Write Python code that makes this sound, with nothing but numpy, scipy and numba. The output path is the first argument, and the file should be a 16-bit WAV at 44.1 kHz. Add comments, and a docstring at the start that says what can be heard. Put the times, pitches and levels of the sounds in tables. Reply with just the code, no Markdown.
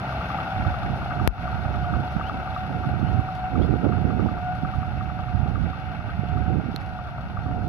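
"""A diesel engine's throb, clatter and gear whine come first: a tractor drags a cultivator away, about 8 to 31 m off.
The governor hunts with the load, so exhaust orders, whine and combustion bursts follow one shaft speed; slack steel
knocks as damped modes. Clods crumble as noise showers, and small birds chirp as rising near-sines. Gusts of shaped
noise buffet the right microphone; a hard pop makes the limiter duck and a light tick follows later."""
import sys
import numpy as np
from scipy import signal
from scipy.fft import rfft, irfft
from scipy.io import wavfile
from scipy.ndimage import uniform_filter1d
from numba import njit

SR = 44100
rng = np.random.default_rng(int(sys.argv[2]) if len(sys.argv) > 2 else 0)


def store_pcm(level_fs):
    """Save levels as 16-bit WAV."""
    pcm = np.round(np.clip(level_fs, -1, 1) * 32767).astype(np.int16)
    wavfile.write(sys.argv[1], SR, np.atleast_2d(pcm).T)


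N = 338688
T = np.arange(N) / SR  # s
FREQ = np.maximum(np.arange(N // 2 + 1) * SR / N, 1)  # Hz, kept above 0 for logarithms


def undb(db):
    """Logarithmic level: decibels to amplitude gain."""
    return 10 ** (np.asarray(db) / 20)


def unit(x):
    """Power normalisation: scale to rms 1."""
    return x / np.sqrt(np.mean(x ** 2))


def curves(table):
    """Linear interpolation in time: each column of (t, ..) rows, sample by sample."""
    t, *columns = np.transpose(table)
    return [np.interp(T, t, column) for column in columns]


def spectra(table):
    """Interpolation over log frequency: each column of (f, ..) rows, bin by bin."""
    hz, *columns = np.transpose(table)
    return [np.interp(np.log(FREQ), np.log(hz), column) for column in columns]


def colour(x, table):
    """Linear filtering: weight the spectrum by a table, then scale to rms 1."""
    return unit(irfft(rfft(x) * undb(spectra(table)[0]), N))


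def noise():
    """White noise: independent Gaussian samples."""
    return rng.standard_normal(N)


def walk(rate):
    """Low-pass noise: a smooth random course of rms 1 that changes about rate times a second."""
    return unit(irfft(rfft(noise()) * np.exp(-(FREQ / rate) ** 2), N))


def pan(x, db):
    """Interchannel level difference: left minus right, in dB, places the sound."""
    return x * undb(np.array([[db], [-db]]) / 2)


def taps(table):
    """Impulsive excitation: one impulse for each (t/s, level/dB) row."""
    out = np.zeros(N)
    for t, db in table:
        out[int(t * SR)] += undb(db)
    return out


def ringing(modes):
    """Modal decay: one blow on (f/Hz, level/dB, t60/s) modes gives damped sines, scaled to peak 1."""
    t = T[:SR // 8]
    body = np.zeros(len(t))
    for k, (hz, db, t60) in enumerate(modes):
        decay = np.exp(-np.log(1000) * t / t60)
        body += (-1) ** k * undb(db) * np.sin(2 * np.pi * hz * t) * decay
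    return body / np.abs(body).max()


def ring(x, modes):
    """Convolution: each impulse sets off the modal decay."""
    return signal.fftconvolve(x, ringing(modes))[:N]


def steady(x, window_s):
    """Running rms normalisation: even out swells of a noise that last longer than a window."""
    return x / np.sqrt(uniform_filter1d(x ** 2, max(int(window_s * SR), 2)) + 1e-9)


def gust(start, held, release_s, attack_s=0.035):
    """Exponential envelope: a gust swells quickly, holds and dies away."""
    swell = np.minimum(T - start, 0) / attack_s
    fall = np.maximum(T - start - held, 0) / release_s
    return np.exp(swell - fall)


# sharp thumps of wind on the right microphone: (t/s, dip level/dB, width/ms)
BUFFETS = [(1.948, -10.5, 1.5), (2.166, -8.5, 1.45), (3.030, -11, 1.24), (3.195, -11, 1.2),
           (3.598, -13, .6), (3.632, -12, 3.1), (3.74, -6.5, 0.93), (3.853, -11.5, .45),
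           (3.867, -13.5, 0.83), (3.959, -16, 1.2), (4.053, -6, 1.3), (4.198, -7.5, 0.86), (4.248, -9, 1.6),
           (4.262, -13, 0.41), (4.635, -10.5, 1.27), (5.461, -18, 0.93), (6.195, -8.5, 2), (6.236, -17, .8),
           (6.546, -19, 0.94), (6.689, -14, 1.3), (6.744, -17, 0.86)]


def buffets():
    """Vortex shedding: an eddy breaks off the port, a sharp pressure dip with a rebound on each side."""
    out = np.zeros(N)
    for t, db, width_ms in BUFFETS:
        u = (T - t) * 1000 / width_ms
        near = np.abs(u) < 6
        out[near] += undb(db) * (u[near] ** 2 - 1) * np.exp(-u[near] ** 2 / 2)
    return out


# low wind noise, relative spectral density: (f/Hz, level/dB)
RUMBLE_SPECTRUM = [(18, -56), (32, -30), (45, -10.5), (70, 0), (120, -2.5), (200, -12), (280, -21),
                   (450, -35.5), (900, -90.5)]
# brighter wind noise, relative spectral density: (f/Hz, level/dB)
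RUSH_SPECTRUM = [(80, -36.5), (170, 3), (280, -1), (400, -8.5), (550, -14), (900, -32), (2000, -58),
                 (4000, -84)]
# breeze between gusts: (t/s, right rumble level/dB, sheltered left rumble level/dB), before random sway
BREEZE = [(0, -54, -42.5), (.9, -35, -32.5), (1.5, -30, -45), (2.1, -30, -40), (2.6, -33, -41.5),
          (3.4, -33, -45.5), (4.5, -29, -41), (5.2, -28.5, -50), (5.9, -28.5, -48), (6.6, -25, -54),
          (7.15, -35.5, -37), (7.68, -23, -34)]
# gusts on the right microphone: (start t/s, held t/s, rumble level/dB, rush level/dB)
GUSTS = [(.58, 0.051, -25, -49), (.67, 0.016, -19, -36), (.85, 0.086, -24, -34.5),
         (1.194, 0.081, -20, -28.5), (1.53, .33, -23.5, -38.5), (1.931, .062, -19, -27),
         (2.16, 0.024, -25.5, -35), (2.34, 0.053, -33, -32.5), (2.70, 0.11, -26.5, -31),
         (2.86, 0.15, -21, -32.5), (3.0, 0.1, -18, -31.5), (3.13, 0.058, -18.5, -28),
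         (3.559, .2, -19.5, -23), (3.595, 0.0094, -23, -16), (3.85, 0.019, -19.5, -18),
         (3.89, 0.038, -18.5, -23), (3.96, .06, -18.5, -25.5), (4.05, 0.17, -21, -25.5),
         (4.19, 0.084, -20.5, -22.5), (4.325, 0.0073, -25, -25.5), (4.60, 0.092, -24.5, -37.5),
         (4.78, 0.014, -18, -41), (4.88, 0.12, -24, -49), (5.345, .09, -18, -38), (5.48, .21, -20.5, -32),
         (6.31, 0.11, -20, -33), (6.48, 0.11, -19.5, -26), (6.64, .06, -32, -30.5), (7.48, .2, -27, -30.5)]


def wind(eddy_db=2.15, burst_db=4.5, breeze_sway_db=0.7, breeze_rush_db=-15.5):
    """Turbulent pressure: eddies press on each port separately, and gusts rise from the breeze."""
    right_db, left_db = curves(BREEZE)
    rumble = undb(right_db + breeze_sway_db * walk(5.1))
    rush = undb(breeze_rush_db) * rumble
    # the bright rush of a gust stops sooner than its rumble
    for start, held, rumble_db, rush_db in GUSTS:
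        rumble = np.maximum(rumble, undb(rumble_db) * gust(start, held, release_s=0.036))
        rush = np.maximum(rush, undb(rush_db) * gust(start, held, release_s=0.031))
    dense = steady(colour(noise(), RUMBLE_SPECTRUM), window_s=0.054)
    ragged = steady(colour(noise() * undb(burst_db * walk(56)), RUSH_SPECTRUM), window_s=.04)
    right = rumble * unit(dense * undb(eddy_db * walk(57))) + rush * ragged + buffets()
    left = undb(left_db + breeze_sway_db * walk(2.5)) * colour(noise(), RUMBLE_SPECTRUM)
    return np.array([left, right])


# dry clods crack under the tines: (t/s, starting level/dB before panning)
CLODS = [(.98, -59), (2.12, -52), (3.35, -50), (4.55, -54), (4.75, -58), (6.81, -57), (6.86, -57)]


def soil(crumble_s=0.013, grain_db=2.0, crumbs_db=-72):
    """Granular noise: clods burst into decaying showers of grains over a steady trickle of crumbs."""
    showers = signal.lfilter([1], [1, -np.exp(-1 / (crumble_s * SR))], taps(CLODS))
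    # relative spectral density: (f/Hz, level/dB)
    spectrum = [(1500, 4.5), (4500, 5.5), (8000, -16.5), (10500, -7.5), (15000, -27.0)]
    grains = colour(noise() * undb(grain_db * rng.exponential(size=N)), spectrum)
    trickle = undb(crumbs_db + 2 * walk(11))
    return pan(grains * (showers + trickle), db=7.0)


# rising chirps: (t/s, length/s, start f/Hz, end f/Hz, arch, level/dB before flutter and panning)
# arch: below 0 the sweep steepens, above 0 it levels off; a slight waver moves the pitch
CHIRPS = [(1.81, .05, 2830, 3250, -.6, -55), (2.212, .088, 2680, 3380, -.8, -48),
          (2.529, .032, 3040, 4150, -.55, -49.5), (2.588, .028, 3200, 3900, -.3, -57),
          (3.047, .047, 2750, 3150, -.4, -52), (3.609, .043, 2950, 3480, 1.4, -49.5),
          (7.423, .053, 4250, 4650, 0, -67)]


def birds(waver=.003, flutter_db=3.5):
    """Frequency modulation: each chirp is a near sine that sweeps upward and trembles a little."""
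    out = np.zeros(N)
    pitch, size = 1 + waver * walk(150), undb(flutter_db * walk(120))
    for t, length, start_hz, end_hz, arch, db in CHIRPS:
        u = np.linspace(0, 1, int(length * SR))
        span = slice(int(t * SR), int(t * SR) + len(u))
        sweep = u + arch * u * (1 - u)
        hz = (start_hz + (end_hz - start_hz) * sweep) * pitch[span]
        envelope = undb(db) * size[span] * np.sqrt(np.abs(np.sin(np.pi * u)))
        out[span] += envelope * np.sin(2 * np.pi * np.cumsum(hz) / SR)
    return pan(out, db=4)


# modes of the light tick: (f/Hz, relative level/dB, t60/s)
TICK_MODES = [(1400, 7, .005), (2760, 8, 0.0024), (3770, 10, 0.0047), (4290, 8, 0.0091), (6100, -3, .0031),
              (11800, -1, 0.0023), (14600, -12, .003)]


def microphone_clicks(pop_s=1.276, pop_db=13, pop_fall_s=.03, bass_cut_hz=48, tick_s=6.7617, tick_db=-23.0,
                      snap_db=-3, snap_lead_s=0.00015, snap_gap_s=.00009, snap_width_s=.000025):
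    """Impulse response: a hard pop rings the left bass filter; later a light tick falls mostly on the right."""
    # a pressure jolt that leaks off
    jolt = uniform_filter1d(-np.exp(-np.abs(T - pop_s) / pop_fall_s) * (T >= pop_s), size=5)
    bass_cut = signal.butter(N=6, Wn=bass_cut_hz, btype="high", fs=SR, output="sos")

    def snap(lead_s):
        """Gaussian pulse: a very short snap ahead of the jolt."""
        return np.exp(-((T - pop_s + lead_s) / snap_width_s) ** 2)

    double_snap = snap(snap_lead_s) + snap(snap_lead_s + snap_gap_s) / 2
    pop = undb(pop_db) * signal.sosfilt(bass_cut, jolt) + undb(snap_db) * double_snap
    tick = ring(taps([(tick_s, tick_db)]), TICK_MODES)
    return np.array([pop, np.zeros(N)]) + pan(tick, db=-12)


def receding(start_db, loss_db, start_m=7.64, away_m_s=3.05):
    """Distance law: level in dB falls by loss_db per doubling as the tractor draws away steadily."""
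    return start_db - loss_db * np.log2(1 + away_m_s * T / start_m)


# how the tractor sits between the microphones: (f/Hz, left minus right level/dB, side share level/dB)
STEREO = [(63.6, -1, 0), (300, -2, -20), (770, 2, -34), (1300, 5.5, -7.5), (2150, -1.5, 10),
          (2960, 5, -9.5), (4430, 11.5, -5), (5570, 7, 0.5), (9000, 0.5, 0.5)]


def field(direct, scattered, echo_s=0.001409, echo=0.28, lag_s=.0001):
    """Comb filtering and arrival lag: one early reflection, left later than right, scattered sound on the side."""
    pan_db, side_db = spectra(STEREO)
    comb = 1 + echo * np.exp(-2j * np.pi * FREQ * echo_s)
    mid, side = rfft(direct), rfft(scattered) * undb(side_db)
    left = (mid + side) * undb(pan_db / 2) * np.exp(-2j * np.pi * FREQ * lag_s)
    right = (mid - side) * undb(-pan_db / 2)
    return irfft(np.array([left, right]) * comb / np.sqrt(1 + undb(2 * side_db)), N)


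# level change of the 1.7-3.5 kHz band: (t/s, level/dB)
TREBLE_LEVEL = [(0, 0.5), (.2, 2.5), (.4, 1.5), (1.2, 0), (2.6, 1), (3.5, 0.5), (5.25, 1.5), (5.6, -0.5),
                (5.7, 3), (6.2, 3), (7.68, -1)]


def treble_swell(x):
    """Time-varying band gain: the upper clatter grows brighter and duller."""
    band_pass = signal.butter(2, [1700, 3500], "band", fs=SR, output="sos")
    band = signal.sosfiltfilt(band_pass, x)
    return x + (undb(curves(TREBLE_LEVEL)[0]) - 1) * band


def rattle(turns, scatter_db=4):
    """Periodic impact: loose steel taps lightly on each crank turn, with random strength."""
    return np.diff(np.floor(turns), prepend=0) * undb(scatter_db * np.clip(noise(), -2, 1.5))


# modes of the slack steel: (f/Hz, relative level/dB, t60/s)
KNOCK_MODES = [(1172, -1.5, 0.057), (1302, 2.5, 0.025), (1540, 5.5, 0.012), (1546, -0.5, 0.025)]
# knocks that stand out: (t/s, level/dB, tilt: top mode against the lowest level/dB)
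# the level is the peak of the untilted blow scale, before the stereo field
HARD_KNOCKS = [(0.122, -27.5, -7), (0.207, -25, -8), (0.301, -22, -14), (0.385, -21, -7), (.473, -33, 1),
               (.560, -29, 4), (0.647, -26, 9), (0.74, -27.5, -7), (0.832, -27, -8), (1.108, -24, 12),
               (1.197, -23.5, -4), (1.477, -25, -5), (1.748, -28, -3), (1.843, -27, -3), (1.936, -21.5, 9),
               (2.210, -20.5, 6), (2.295, -23, -2), (2.474, -27, -2), (2.562, -21.5, 0), (2.743, -34, -9),
               (2.834, -25.5, 6.5), (3.286, -26.5, 0), (3.554, -25.5, 2), (3.643, -33.5, 4),
               (3.922, -29, -3), (4.103, -27, 1.5), (4.193, -26, 5), (4.286, -27, -7), (4.376, -28, 6.5),
               (4.648, -23.5, 7), (4.736, -26, -0.5), (4.828, -28.5, -6), (5.008, -26, 0),
               (5.097, -28.5, 8), (5.188, -29, 6), (5.282, -30.5, -3), (5.555, -26, 4), (5.64, -35, 0),
               (5.73, -30, -11), (6.092, -29, 14), (6.371, -27, 6.5), (6.463, -31, 12.5), (6.988, -30, -10),
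               (7.18, -31.5, -8), (7.370, -26, -1), (7.461, -33, 2)]


def knocking(clatter_db, beat_s=.091, light_db=0.0, scatter_db=3.0):
    """Impact excitation of modes: hard blows, each with its own colour, and light ones on the beat between."""
    blows = list(HARD_KNOCKS)
    for (t, _, _), (later, _, _) in zip(HARD_KNOCKS, HARD_KNOCKS[1:]):
        for beat in np.linspace(t, later, round((later - t) / beat_s) + 1)[1:-1]:
            db = clatter_db[int(beat * SR)] + light_db + scatter_db * rng.standard_normal()
            blows.append((beat, db, 0))
    out = np.zeros(N)
    for t, db, bright_db in blows:
        tilt = np.linspace(0, bright_db, len(KNOCK_MODES))
        modes = [(hz, mode_db + lift, t60) for (hz, mode_db, t60), lift in zip(KNOCK_MODES, tilt)]
        blow = ringing(modes)
        out[int(t * SR):int(t * SR) + len(blow)] += undb(db) * blow
    return out


def whine(turns, teeth=22, flutter_db=2.0, slip=0.26, wander=0.94, octave_db=-18, sway=0.1):
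    """Gear meshing: teeth sing; backlash shakes the phase (rad) and the shaft sways the level once a turn."""
    mesh = 2 * np.pi * teeth * turns + slip * walk(60) + wander * walk(8.1)
    octave = undb(octave_db + 5.3 * walk(3.4)) * np.sin(2 * mesh)
    tone = np.sin(mesh) + octave
    return unit(tone * undb(flutter_db * walk(11)) * (1 + sway * np.sin(2 * np.pi * turns)))


def orders(turns, table, wobble_db, wobble_rate):
    """Harmonic synthesis: lines on multiples of the crank rate, unsteady because no two firings are equal."""
    lines = np.zeros(N)
    for multiple, db in table:
        line = np.sin(2 * np.pi * (multiple * turns + rng.random()))
        lines += undb(db + wobble_db * walk(wobble_rate)) * line
    return unit(lines)


# panels and castings that colour the clatter: (f/Hz, width f/Hz, lift level/dB)
PANELS = [(670, 210, 2), (912, 75, 2.5), (1440, 45, 2.5), (1862, 150, 10.5), (2200, 40, 4),
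          (2700, 270, 1.5)]


def combustion(turns, table, depth, repeat, fall=0.87, scatter_db=6, uneven_db=0.3):
    """Amplitude-modulated noise: two firings a turn shake the block; strong and weak ones alternate."""
    firing = (2 * turns).astype(int)
    scatter = np.clip(rng.standard_normal(1024), -2, 2)[firing]
    size = undb(scatter_db * scatter + uneven_db * (-1) ** firing)
    # the same parts strike in the same order in every two-turn cycle: this share draws faint lines
    pattern = rng.standard_normal(size=2640)
    place = (turns / 2 % 1 * len(pattern)).astype(int)
    share = np.clip(repeat, 0, 1)
    shake = np.sqrt(share) * pattern[place] + np.sqrt(1 - share) * noise()
    # fall is in firing intervals
    bursts = shake * (1 + depth * size * np.exp(-(2 * turns % 1) / fall))
    lift_db = sum(db / (1 + (2 * (FREQ - hz) / width) ** 2) for hz, width, db in PANELS)
    return colour(irfft(rfft(bursts) * undb(lift_db), N), table)


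# clatter and hiss before the panels' lift, relative spectral density: (f/Hz, level/dB)
CLATTER_SPECTRUM = [(25, -17.5), (55, -1), (140, -6), (290, 1.5), (470, -8.5), (620, -2), (780, 3.5),
                    (1030, -7), (1400, 0), (1580, -4.5), (1800, -16), (2650, -10.5), (3300, -28.5),
                    (5000, -54.5)]
HISS_SPECTRUM = [(1800, -28.5), (3200, 6.5), (4400, -1.5), (5700, -8), (6800, -17.5), (8000, -30),
                 (9600, -15), (12300, -15), (14000, -31.5), (16000, -41.5)]


def block_noise(turns, clatter_db, hiss_db):
    """Broadband radiation: combustion clatter and its hiss, with fresh random draws at each call."""
    clatter = undb(clatter_db) * combustion(turns, CLATTER_SPECTRUM, depth=0.49, repeat=0.22)
    hiss = undb(hiss_db) * combustion(turns, HISS_SPECTRUM, depth=0.45, repeat=0.089)
    return clatter + hiss


# the hunting governor: the engine races when the tines ease and sags when they bite: (t/s, crankshaft f/Hz)
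SPEED = [(0, 32.6), (.15, 33), (.32, 34.75), (.52, 34.35), (.68, 33.6), (.77, 32.8), (1.3, 32.8),
         (1.5, 33.45), (1.75, 32.8), (1.95, 32.7), (2.12, 33.5), (2.27, 34.45), (2.55, 34), (2.88, 33.15),
         (3.05, 33.3), (3.25, 34.2), (3.42, 33.65), (3.65, 33.5), (3.85, 32.85), (4.2, 33.6), (4.42, 32.9),
         (4.68, 33.85), (5.2, 33.4), (5.45, 33), (5.76, 34.6), (6.05, 32.3), (6.2, 32.6), (6.7, 34.6),
         (6.88, 33.95), (7.1, 32.5), (7.45, 33.1), (7.68, 33)]
# gear whine, fading in and out: (t/s, level/dB)
WHINE_LEVEL = [(0, -45), (.25, -46), (.34, -40), (.44, -40), (.56, -34.5), (.77, -41.5), (.87, -38),
               (.94, -35.5), (1.02, -48), (1.11, -34), (1.25, -45), (1.5, -39.5), (1.68, -43),
               (1.85, -39.5), (2.04, -35.5), (2.17, -44), (2.28, -41.5), (2.62, -35.5), (2.73, -38),
               (2.87, -37), (3, -43.5), (3.1, -38.5), (3.25, -36), (3.43, -33), (3.7, -44), (3.97, -37.5),
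               (4.15, -42.5), (4.35, -37), (4.5, -34), (4.7, -40), (4.85, -39.5), (4.94, -44.5),
               (5.03, -37), (5.17, -41), (5.28, -40.5), (5.4, -42.5), (5.62, -50), (5.76, -41),
               (5.87, -41.5), (6.07, -51), (6.2, -40), (6.38, -38.5), (6.5, -39.5), (6.6, -55), (6.8, -45),
               (6.95, -39), (7.2, -53.5), (7.36, -52), (7.42, -41.5), (7.68, -41)]
# exhaust lines: (multiple of the crankshaft rate, relative level/dB)
EXHAUST_ORDERS = [(1, -14), (2, 2.5), (3, -2), (3.5, -7.5), (4, -0.5), (4.5, -15.5), (5, -2), (5.5, -9.5),
                  (6, -7.5), (7, -14)]
# block roar beside the whine and around its octave: (multiple of the crankshaft rate, relative level/dB)
BLOCK_ORDERS = [(19, -7.5), (20, -2.5), (21, -2), (23, 0.5), (24, 5.5), (25, -9.5), (26, -6.5), (43, -5.5),
                (44, -11), (45, -1.5)]


def tractor(rattle_db=-5, racing_db_per_hz=0.36):
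    """Shaft-locked sources: phase integrated from one crank speed drives throb, roar, whine and clatter."""
    crank_hz = curves(SPEED)[0]
    turns = np.cumsum(crank_hz) / SR
    # clatter and hiss grow as the engine races
    racing_db = racing_db_per_hz * (crank_hz - crank_hz.mean())
    clatter_db = receding(start_db=-32.5, loss_db=4.23) + racing_db
    hiss_db = receding(start_db=-51.5, loss_db=4.43) + racing_db
    block = block_noise(turns, clatter_db, hiss_db)
    scattered = block_noise(turns, clatter_db, hiss_db)
    light_taps = undb(clatter_db + rattle_db) * rattle(turns)
    knocks = knocking(clatter_db) + ring(light_taps, KNOCK_MODES)
    throb = undb(receding(start_db=-32, loss_db=2.75)) * orders(
        turns, EXHAUST_ORDERS, wobble_db=4.5, wobble_rate=19)
    roar = undb(receding(start_db=-42, loss_db=9.8)) * orders(
        turns, BLOCK_ORDERS, wobble_db=6, wobble_rate=13)
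    gears = undb(curves(WHINE_LEVEL)[0]) * whine(turns)
    return treble_swell(field(block + throb + roar + gears + knocks, scattered))


def scene():
    """Superposition: wind, field, microphone clicks and the tractor at work add linearly."""
    return wind() + soil() + birds() + microphone_clicks() + tractor()


@njit
def peak_hold(x, release):
    """Envelope following: rise with the level at once and sink slowly."""
    out, level = np.empty(len(x)), 0.
    for i in range(len(x)):
        level = max(x[i], level * release)
        out[i] = level
    return out


def record(dry, release_s=0.096, ceiling=.88, top_hz=15400):
    """Linked peak limiting: both channels turn down on a peak and recover; a low-pass then cuts the top."""
    held = peak_hold(np.abs(dry).max(axis=0), np.exp(-1 / (release_s * SR)))
    limited = dry * ceiling / np.maximum(held, ceiling)
    low_pass = signal.ellip(8, .2, 70, top_hz, fs=SR, output="sos")
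    return signal.sosfilt(low_pass, limited)


dry = scene()
out = record(dry)
store_pcm(out)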